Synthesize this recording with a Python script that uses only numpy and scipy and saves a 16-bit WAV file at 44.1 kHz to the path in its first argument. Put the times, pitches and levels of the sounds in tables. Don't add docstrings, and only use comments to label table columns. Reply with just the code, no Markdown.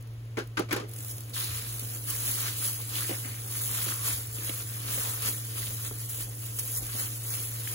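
import sys
import numpy as np
from scipy import signal
from scipy.fft import rfft, irfft, next_fast_len
from scipy.io import wavfile
from scipy.ndimage import uniform_filter1d, map_coordinates

SR = 44100
rng = np.random.default_rng(int(sys.argv[2]) if len(sys.argv) > 2 else 0)


def transcribe(signal):
    frames = np.atleast_2d(signal).T
    limited = np.clip(frames, -1, 1)
    pcm = np.round(limited * 32767).astype(np.int16)
    wavfile.write(sys.argv[1], SR, pcm)


def linear_from_db(decibels):
    return 10 ** (np.asarray(decibels, float) / 20)


N = 341334
REACH_S, TOUCH_S = 0.87, 1.33
FRAME = 2048

# frequency in Hz, level in dB.
FILM_COLOUR = [(1500, -16), (3000, -11.5), (5200, -9.5), (7000, -4.5), (8500, 0.5), (12000, -1),
               (15500, -1.5), (17000, -3)]
# peak in seconds, build in seconds per 10 dB,
# ease in seconds per 10 dB, film level in dB, mince level in dB.
SQUEEZES = [(1.369, 0.0169, 0.3, -37, -39), (1.538, 0.01, 0.14, -40.5, -44.5),
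            (2.1, 0.035, 0.14, -35.5, -43), (2.28, 0.145, 0.29, -34, -40.5), (2.482, 0.22, 0.1, -40.5, -37),
            (2.649, 0.08, 0.13, -33.5, -40.5), (2.97, 0.0955, .25, -35, -38),
            (3.09, 0.06, 0.14, -43, -45.5), (3.25, -1, 1, -47.5, -51.5), (3.76, 0.24, .2, -34.5, -42),
            (3.911, 0.22, 0.07, -38, -38.5), (4.079, 0.07, 0.14, -32, -37.5), (4.47, 0.16, 0.2, -38, -42),
            (4.94, 0.2, 0.3, -38.5, -40), (5.07, 0.2, .08, -38, -40), (5.28, 0.1, .04, -32.5, -35),
            (5.601, 0.12, 0.24, -38.5, -43), (5.87, 0.11, 0.04, -38.5, -45.5),
            (6.21, 0.13, 0.07, -39, -46.5), (6.78, 0.13, 0.02, -35, -51), (6.998, 0.13, 0.14, -35, -41),
            (7.342, 0.14, .22, -36, -44), (7.7, 0.2, 2, -39, -45.5), (5.38, 0.4, 0.17, -41, -50)]


def unit(x):
    return x / np.sqrt(np.mean(x ** 2) + 1e-20)


def along(points, hz):
    f, v = np.transpose(points)
    return np.interp(np.log(hz + 1), np.log(f + 1), v)


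def wobble(rate):
    knots = rng.standard_normal(int(N * rate / SR) + 4)
    return map_coordinates(knots, [np.arange(N) * rate / SR])


def filtered(x, response):
    m = next_fast_len(N + SR // 2)
    return irfft(rfft(x, m) * response(np.fft.rfftfreq(m, 1 / SR)), m)[..., :N]


def coloured(x, spectrum):
    return unit(filtered(x, lambda hz: linear_from_db(along(spectrum, hz))))


def resonant(x, modes):
    def response(f):
        total = 0
        for k, (centre, width, db) in enumerate(modes):
            damping = 1j * f * width
            total = total + (-1) ** k * linear_from_db(db) * damping / (centre * centre - f * f + damping)
        return total
    return unit(filtered(x, response))


def hiss(patchy_db=0, span=3):
    z = signal.stft(rng.standard_normal((2, N)), nperseg=256)[2]
    patches = uniform_filter1d(rng.standard_normal(z.shape[1:]), size=6, axis=0)
    patches = uniform_filter1d(patches, size=span, axis=1)
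    return signal.istft(z * linear_from_db(patchy_db * unit(patches)), nperseg=256)[1][:, :N]


def crackle(share, spread_db, life, clump_db):
    sizes = linear_from_db(spread_db * np.minimum(rng.exponential(size=N), 4))
    starts = (rng.random(N) < share) * sizes
    grains = signal.lfilter([1], [1, -np.exp(-1 / (life * SR))], starts)
    return unit((2.9 + unit(grains)) * linear_from_db(clump_db * (wobble(14) + wobble(45))))


def bursts(times, peaks_db, t60s, rise):
    out, t = np.zeros(N + SR), np.arange(SR // 3) / SR
    for s, db, t60 in zip(times, peaks_db, np.broadcast_to(t60s, len(times))):
        out[round(s * SR):][:len(t)] += linear_from_db(db - 60 * t / t60) * (1 - np.exp(-t / rise))
    return out[:N]


def blips(rows, t60, ratios, rise=0.0004):
    out, t = np.zeros((2, N + SR)), np.arange(SR // 12) / SR
    phases = rng.random((len(rows), len(ratios), 2, 1))
    for (s, db, hz), phase in zip(rows, phases):
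        rings = sum(np.sin(2 * np.pi * (r * hz * (t + 3 * t * t) + p)) for r, p in zip(ratios, phase))
        shape = linear_from_db(db - 60 * t / t60) * (1 - np.exp(-t / rise))
        out[:, round(s * SR):][:, :len(t)] += shape * rings
    return out[:, :N]


def strokes():
    # peak in seconds, build in seconds per 10 dB,
    # ease in seconds per 10 dB, film level in dB.
    film_shifts = [(.96, -0.04, -0.3, -51.5), (1.11, 0.08, 0.06, -42), (1.68, 0.06, 0.5, -44.5),
                   (1.34, .004, .08, -41), (1.93, 0.27, -0.2, -44), (2.075, 0, .08, -41),
                   (3.525, -0.03, .04, -39.5), (3.94, 0.01, .03, -38), (5.0, .05, .1, -40),
                   (3.55, 0, 0.3, -40.5), (4.63, -0.12, 0, -39.5), (4.78, -0.2, 0, -48),
                   (5.75, 0.2, 0, -45), (6.02, 0.2, 0.14, -43.5), (6.099, 0, 0.05, -38.5),
                   (6.46, .11, 0.15, -43), (6.5895, .003, 0.04, -37), (6.68, 0.5, 0.03, -46.5),
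                   (6.86, 0.2, .1, -43.5), (7.18, 0.4, 0, -46)]
    stirs = []
    for row in film_shifts:
        before_touch = row[0] < TOUCH_S
        mince_db = row[-1] - 9 - 10 * before_touch
        stirs.append((*row, mince_db))
    return np.transpose(list(SQUEEZES) + stirs)


def swells(s, build, ease, db, rest_db):
    t = np.arange(0, N + 64, 64) / SR
    late = t - s[:, None]
    slope = np.maximum(late / abs(ease[:, None]), -late / abs(build[:, None]))
    power = linear_from_db(2 * db[:, None] - 20 * slope).sum(axis=0)
    rest = linear_from_db(2 * rest_db) * np.clip((t - REACH_S) / .03, 0, 1)
    return np.interp(np.arange(N) / SR, t, np.sqrt(power + rest))


def glove():
    # start in seconds, peak in dB.
    early_snaps = [(0.008, -40), (0.0242, -40), (0.0717, -41), (0.1062, -49), (0.1351, -48), (0.2523, -48),
                   (0.374, -40), (.4375, -46), (0.472, -39), (0.5933, -23), (0.7083, -34), (0.7277, -19),
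                   (0.7637, -29), (.885, -41), (0.8909, -35), (0.9133, -33), (0.9353, -28), (0.962, -28.5),
                   (0.986, -27.5), (0.996, -32), (1.005, -28.5), (1.026, -29), (1.0465, -25.5), (1.06, -33),
                   (1.082, -26), (1.111, -24), (1.1662, -33), (1.181, -27), (1.206, -27.5), (1.2341, -37),
                   (1.2955, -33)]
    # start in seconds, peak in dB.
    knead_snaps = [(1.4012, -29.7), (1.4741, -32.8), (1.6226, -34.4), (1.794, -28), (1.8878, -37),
                   (1.9351, -35.3), (1.9697, -33), (2.1009, -26), (2.2029, -29.9), (2.3097, -27.2),
                   (2.381, -32), (2.4529, -29), (2.6154, -28), (2.6566, -27.4), (2.6784, -29),
                   (2.7307, -29.9), (2.8117, -33), (2.9879, -30.7), (3.0061, -28.3), (3.0315, -28.7),
                   (3.1831, -36), (3.5787, -32), (3.6155, -31.0), (3.6424, -31.2), (3.7136, -27.4),
                   (3.771, -30), (3.8307, -29.2), (3.8963, -28.8), (3.9189, -30.1), (3.9397, -29),
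                   (3.9589, -31.1), (4.0766, -28), (4.116, -32), (4.3574, -32), (4.4689, -31.5),
                   (4.9032, -29.5), (4.9815, -34), (5.0014, -31), (5.0322, -29.6), (5.0947, -30.9),
                   (5.1369, -33), (5.2205, -28.1), (5.2499, -26), (5.2876, -27.4), (5.7688, -36),
                   (5.8749, -32.2), (5.9245, -33), (6.0132, -33.4), (6.0586, -33), (6.0936, -27.9),
                   (6.1446, -33), (6.2089, -32), (6.23, -31.1), (6.5936, -23.5), (6.6317, -31.5),
                   (6.7738, -31.5), (6.8652, -31), (7.0092, -30), (7.3386, -31), (7.6183, -36.5)]
    s, build, ease, film_db, _ = strokes()
    crumple = swells(s, build, ease, film_db, rest_db=-56)
    creases = crackle(share=.02, spread_db=-0.5, life=0.0005, clump_db=0.65)
    rustle = linear_from_db(6) * crumple * coloured(creases * hiss(patchy_db=1.5), FILM_COLOUR)
    s, db = np.transpose(list(early_snaps) + list(knead_snaps))
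    idle = s < TOUCH_S
    pops = bursts(s, db + np.where(idle, -3, 1.5), np.where(idle, 0.023, .029), rise=0.00055)
    return rustle + pops * coloured(hiss(patchy_db=-1.0), FILM_COLOUR)


def meat():
    # frequency in Hz, level in dB.
    flesh_colour = [(300, -41), (800, -7.5), (1200, -2), (2000, -3), (3300, -2), (4500, -3), (6500, -7.5),
                    (10000, -12.5)]
    # start in seconds, peak in dB, pitch in Hz.
    air_pockets = [(1.3636, -34.8, 1652), (1.3792, -32.1, 3816), (1.4074, -30, 4075), (1.4564, -40, 3165),
                   (1.48, -37.7, 3962), (1.5074, -35, 2933), (1.5717, -40, 4021), (1.8075, -40.5, 3596),
                   (2.106, -36, 3500), (2.1504, -37.3, 2013), (2.2738, -37.3, 3200), (2.292, -35.4, 3655),
                   (2.4029, -37.2, 3633), (2.4661, -32, 1862), (2.4828, -29, 1717), (2.6244, -36, 1243),
                   (2.6456, -37.8, 1108), (2.8004, -42, 985), (2.9544, -28, 3386), (2.9743, -33, 2870),
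                   (3.0335, -38, 4419), (3.0937, -32, 2347), (3.1104, -34, 2400), (3.1262, -34, 2406),
                   (3.1448, -36.4, 2088), (3.2487, -37, 1932), (3.3442, -44.5, 1841), (3.5665, -41, 3558),
                   (3.6424, -38.6, 3849), (3.6922, -37.8, 1110), (3.7279, -36, 4075), (3.7738, -38, 3020),
                   (3.8184, -35, 4500), (3.8878, -33, 1690), (3.9223, -32, 1464), (4.0803, -37, 1108),
                   (4.3843, -36, 2800), (4.4776, -36, 3230), (4.4944, -29.2, 3246), (4.6969, -42, 3170),
                   (4.8853, -40, 1254), (4.9555, -35.5, 3030), (4.9818, -33, 2395), (5.0048, -35.6, 2298),
                   (5.0423, -37, 3133), (5.1346, -41, 1291), (5.2483, -35.8, 1324), (5.283, -36, 1410),
                   (5.3018, -35.4, 3208), (5.3776, -40.9, 3305), (5.5678, -41, 3770), (5.6197, -38, 3773),
                   (5.6708, -38.5, 3752), (5.8584, -42, 3687), (5.91, -42, 1033), (6.2191, -41.8, 3466),
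                   (6.709, -40.5, 2885), (6.9963, -38, 2368), (7.3375, -38, 2690), (7.6736, -32, 2010)]
    # start in seconds, end in seconds, pitch in Hz, level in dB.
    finger_drags = [
        (3.24, 3.4, 2070, -48),
        (2.79, 2.81, 930, -53),
        (1.42, 1.8, 3970, -46),
        (3.88, 4.12, 1150, -45.5),
        (5.05, 5.15, 910, -45),
        (1.335, 1.5, 3800, -42.5),
        (1.335, 1.45, 5000, -48),
    ]
    s, build, ease, _, mince_db = strokes()
    sharp = 0.78
    squeeze = swells(s, sharp * build, sharp * ease, mince_db, rest_db=-58)
    grains = crackle(share=.004, spread_db=2.5, life=0.0059, clump_db=0.27)
    squelch = squeeze * coloured(grains * hiss(patchy_db=2.0, span=9), flesh_colour)
    pops = blips(air_pockets, t60=0.021, ratios=[.85, 1.001, 1.2])
    t = np.arange(N) / SR
    drag = 0
    for start, end, hz, db in finger_drags:
        gain_db = np.interp(t, [start, start + 0.012, end, end + 0.022], [db, db, db - 9, -120], left=-120)
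        drag = drag + linear_from_db(gain_db) * resonant(hiss(), [(hz, hz / 5, 0)])
    return linear_from_db(1.5) * squelch + linear_from_db(-1.5) * pops + drag


def bowl():
    # frequency in Hz, width in Hz, level in dB.
    bowl_modes = [(223, 85, -2), (309.5, 58, 1), (450, 98, -0.5), (582, 144, -4), (777, 120, -5)]
    # start in seconds, peak in dB, fall by 60 dB in seconds.
    bowl_bumps = [(1.63, -50, 0.1), (1.82, -43.5, 0.12), (2.15, -44, 0.089), (2.28, -45, 0.13),
                  (3.092, -31, 0.082), (3.102, -32, 0.11), (3.115, -34.5, 0.08), (3.129, -37, .06),
                  (3.248, -42, 0.1), (3.78, -42, .1), (3.864, -37.5, 0.11), (4.38, -44.5, 0.071),
                  (4.494, -31.5, 0.051), (4.89, -43.5, 0.086), (4.973, -35, 0.1), (5.279, -44, 0.086),
                  (5.04, -42, 0.17), (5.909, -34, 0.065), (6.795, -41, 0.18), (6.946, -36, 0.11)]
    # start in seconds, peak in dB, pitch in Hz.
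    counter_thumps = [
        (1.488, -31, 86),
        (3.25, -44.5, 79.4),
        (4.11, -35, 73),
    ]
    # start in seconds, peak in dB, pitch in Hz.
    foot_taps = [(1.6273, -44, 260), (1.8238, -42, 280), (2.3435, -43, 300), (3.0945, -28.5, 301),
                 (3.106, -31, 310), (3.119, -34, 330), (3.131, -37, 520), (3.2513, -42, 260),
                 (3.8658, -38, 322), (3.9146, -39, 322), (4.3856, -41, 330), (4.4187, -45, 320),
                 (4.4945, -32, 306), (4.495, -38, 560), (4.8942, -41, 280), (4.9544, -42, 300),
                 (4.9757, -34, 511), (5.2913, -38, 296), (5.912, -37, 400), (6.8245, -42, 300),
                 (6.9521, -39, 300)]
    s, build, ease, _, mince_db = np.transpose(SQUEEZES)
    sharp = 0.48
    load = swells(s, sharp * build, sharp * ease, mince_db - 13, rest_db=-58.5)
    s, db, t60 = np.transpose(bowl_bumps)
    drive = load * linear_from_db(2.6 * wobble(25)) + bursts(s, db - 6, t60, rise=0.0019)
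    thumps, t = np.zeros(N + SR), np.arange(SR // 3) / SR
    for s, db, hz in counter_thumps:
        shape = linear_from_db(db - 60 * t / .3) * (1 - np.exp(-t / 0.014))
        thumps[round(s * SR):][:len(t)] += shape * np.sin(2 * np.pi * hz * t)
    taps = linear_from_db(3) * blips(foot_taps, t60=0.043, ratios=[1.001], rise=0.0015)
    return drive * resonant(hiss(), bowl_modes) + thumps[:N] * [[1], [0]] + taps


def knocks():
    # start in seconds, peak in dB, body in dB and bright edge in dB against the peak.
    blows = [
        (0.37, -26.5, 3.5, -33),
        (0.384, -29.5, -21, -13),
        (0.57, -19, -10, -38),
        (0.589, -30.5, 8.5, -26),
        (0.687, -35, -4, -21),
        (0.709, -21, -8, -23),
        (0.725, -21, -8, -8),
        (0.761, -26.5, -2, -15),
        (0.798, -35.5, 1.5, -16),
        (0.839, -52, 10.5, -17),
    ]
    # start in seconds, peak in dB, pitch in Hz.
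    hard_contacts = [(0.3703, -33.5, 2200), (0.382, -30, 1394), (0.3904, -33.7, 1390), (0.3973, -35, 1380),
                     (0.4063, -36, 1480), (0.4234, -42, 1437), (0.5755, -25.5, 1410), (0.5924, -29, 1220),
                     (0.5975, -32, 1090), (0.6202, -44, 1464), (0.6345, -45.6, 1146), (0.7148, -27, 2160),
                     (0.7209, -32.0, 1588), (0.7312, -29.9, 1390), (0.7368, -32, 2255),
                     (0.7461, -32.0, 995), (0.7516, -33.3, 1394), (0.768, -36, 1399), (0.7825, -36, 974),
                     (0.7922, -37.9, 1022), (0.7984, -39.2, 958), (0.8083, -43.2, 1125),
                     (0.8162, -43.7, 1168), (0.83, -41.2, 1195)]
    # start in seconds, peak
    # in dB, pitch in Hz.
    first_touches = [(.3705, -29, 2200), (.376, -33, 2000), (.5705, -23, 1150), (.571, -28, 2840),
                     (.572, -30, 2000), (.687, -41, 2250), (.7095, -28, 2160), (.71, -32, 3200),
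                     (4.4935, -30, 2150), (4.9757, -36, 2130), (5.9095, -41, 1300), (7.675, -34, 3000),
                     (2.4825, -34, 3100)]
    # start in seconds, peak in dB, pitch in Hz.
    low_contacts = [(.374, -34, 330), (0.382, -23.6, 387), (0.403, -33.4, 396), (0.417, -38, 330),
                    (0.5775, -26.5, 298), (.588, -27, 270), (0.5965, -20.7, 340), (0.6055, -26, 420),
                    (0.614, -30.3, 456), (0.633, -35, 274), (0.7145, -32, 230), (0.7255, -25, 320),
                    (.734, -29, 280), (0.747, -31, 349), (0.7605, -24.4, 420), (0.7745, -32, 322),
                    (0.786, -36, 382), (0.798, -29.6, 500), (.826, -38, 420), (0.835, -34.4, 390)]
    # frequency in Hz, level in dB.
    clack_colour = [(400, -33), (650, -25), (900, -2), (1400, -1.5), (1800, -4.5), (2700, -6), (4000, -9.5),
                    (7500, -14.5), (12000, -22), (16500, -39)]
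    # frequency in Hz, width in Hz, level in dB.
    board_modes = [(207, 54, -6.5), (293, 48, 0), (348, 65, 0), (431, 46, -1), (544, 87, -5.5),
                   (828, 33, -3.5)]
    s, db, body_db, bright_db = np.transpose(blows)
    t60 = 0.098
    rattle = linear_from_db(0.54 * wobble(151.0))
    clack = bursts(s, db - 10.5, t60, rise=0.0013)
    tail = bursts(s, db - 17.0, 2.4 * t60, rise=0.0078)
    ring = linear_from_db(-3.5) * blips(hard_contacts, t60=0.055, ratios=[1.001, 1.07], rise=0.00073)
    touch = linear_from_db(-1.5) * blips(first_touches, t60=.04, ratios=[1.001], rise=.0003)
    thuds = linear_from_db(1.5) * blips(low_contacts, t60=0.046, ratios=[1.001], rise=0.0014)
    body = bursts(s, db + body_db - 3.5, 1.56 * t60, rise=0.0061) * resonant(hiss(), board_modes)
    edge = bursts(s, db + bright_db, 0.7 * t60, rise=0.00076) * coloured(hiss(), FILM_COLOUR)
    clatter = (clack + tail) * coloured(hiss(patchy_db=1.0), clack_colour)
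    return rattle * (ring + touch + clatter + edge) + body + thuds


def kitchen():
    # frequency in Hz, level in dB.
    motor_lines = [(49, -60), (305.5, -63.5), (344, -65), (447, -66)]
    # frequency in Hz, level in dB.
    rumble_colour = [(25, -18), (38, -2), (49, 0), (60, 3.5), (78, -4), (95, 11), (107, 9.5), (130, 0.5),
                     (170, -27.5)]
    # frequency in Hz, level in dB.
    room_colour = [(90, -33), (135, 4), (170, -6.5), (240, -5), (308, -3), (366, -8.5), (450, -3.5),
                   (560, -10), (800, -13), (1400, -17.5), (3000, -18.5), (6000, -29), (10000, -48),
                   (16000, -52)]
    t = np.arange(N) / SR
    hum_gain = np.sqrt(2) * linear_from_db(-40) * linear_from_db(.5 * wobble(9) + .5 * wobble(2.5))
    tones = hum_gain * np.sin(2 * np.pi * 114.75 * t + .06 * wobble(6))
    for hz, db in motor_lines:
        tones = tones + linear_from_db(db + 4.34 * wobble(11)) * np.sin(2 * np.pi * hz * t + 1.28 * wobble(4))
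    rumble = linear_from_db(-51.5 + 0.43 * wobble(2.8)) * coloured(hiss(), rumble_colour)
    air = linear_from_db(-55.5 + 0.46 * wobble(2.9)) * coloured(hiss(), room_colour)
    return tones * [[1], [0]] + rumble + air


def scene():
    return glove() + meat() + bowl() + knocks() + kitchen()


def thrifty(pair):
    # frequency in Hz, level in dB.
    least_detail = [(300, -33), (1000, -23), (2000, -14), (3000, -12), (5000, -11), (7000, -11.5),
                    (16000, -10)]
    half, offset = FRAME // 2, 106
    n, k = np.arange(FRAME)[:, None], np.arange(half)
    window = np.sin(np.pi * (n + .5) / FRAME)
    basis = window * np.cos(np.pi / half * (n + .5 + half / 2) * (k + .5)) * np.sqrt(2 / half)
    padded = np.pad(pair, ((0, 0), (half + offset, FRAME - (N + offset) % half)))
    blocks = padded.reshape(2, -1, half)
    z = np.concatenate([blocks[:, :-1], blocks[:, 1:]], axis=2) @ basis
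    hz = (k + .5) * SR / FRAME
    treble = np.sqrt(np.mean(z[..., (hz > 6000) & (hz < 15800)] ** 2, axis=(0, 2)))[:, None]
    budget = unit(uniform_filter1d(rng.standard_normal((*z.shape[:2], half // 8)), size=5, axis=1))
    limit_db = along(least_detail, hz) + 3.5 * np.repeat(budget, 8, axis=2)
    least = np.hypot(treble, linear_from_db(-74)) * linear_from_db(limit_db)
    power = np.repeat((z ** 2).reshape(2, -1, half // 16, 16).mean(axis=3), 16, axis=2)
    margin_db = -8 + 2 * (hz > 10000) + 4 * (treble < linear_from_db(-58))
    beside_other = power > power[::-1] * linear_from_db(2 * margin_db)
    strong = power > least ** 2 * linear_from_db(2 * 1.5)
    kept = beside_other & strong | (hz < 2300)
    frames = (z * kept * (abs(z) > least)) @ basis.T
    joined = frames[:, 1:, :half] + frames[:, :-1, half:]
    return joined.reshape(2, -1)[:, offset:offset + N]


def top_cut(x):
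    return signal.sosfilt(signal.butter(12, 17100, fs=SR, output="sos"), x)


def record(dry):
    # frequency in Hz, likeness from 0 to 1.
    likeness = [(150, 0.96), (210, 0.96), (300, 0.75), (500, 0.4), (700, 0.35), (860, 0.69), (1100, 0.28),
                (3300, 0.28), (5000, 0.29), (5900, 0.24), (7000, 0.99), (7900, 0.96)]
    # frequency in Hz, left minus right in dB.
    left_lean = [(150, 0), (330, -2), (520, -1), (840, 1.5), (1360, 4), (2200, 2), (2800, 3), (3600, -.5),
                 (4600, -2.5), (5700, -2), (7000, 0)]
    # frequency in Hz, lead of the left in radians.
    left_lead = [(340, 0), (600, .5), (860, 2.9), (1120, 1.1), (2000, 1.8), (2450, 2.9), (3300, .8),
                 (4200, 2.4), (5250, 3), (6300, 5.9), (7200, 4.9), (8600, 3.14)]
    hz, t, (shared, differing) = signal.stft(dry, SR, window="cosine", nperseg=FRAME)
    turn = np.arccos(np.clip(along(likeness, hz), 0, 1))[:, None] / 2
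    lead = along(left_lead, hz) - 2 * np.pi * np.maximum(hz - 8600, 0) / 4700
    band = np.arange(len(hz)) // 24
    flutter = uniform_filter1d(rng.standard_normal((band[-1] + 1, len(t))), size=3, axis=1)[band]
    phase = lead[:, None] + .35 * flutter * (hz > 500)[:, None]
    half = np.exp(.5j * phase) * linear_from_db(along(left_lean, hz) / 2)[:, None]
    left = (shared * np.cos(turn) + differing * np.sin(turn)) * half
    right = (shared * np.cos(turn) - differing * np.sin(turn)) / half
    pair = np.array([left + right, left - right]) / 2 * (hz < 15800)[:, None]
    mid, side = thrifty(signal.istft(pair, SR, window="cosine", nperseg=FRAME)[1][:, :N])
    return top_cut(np.array([mid + side, mid - side]))


dry = scene()
out = record(dry)
transcribe(out)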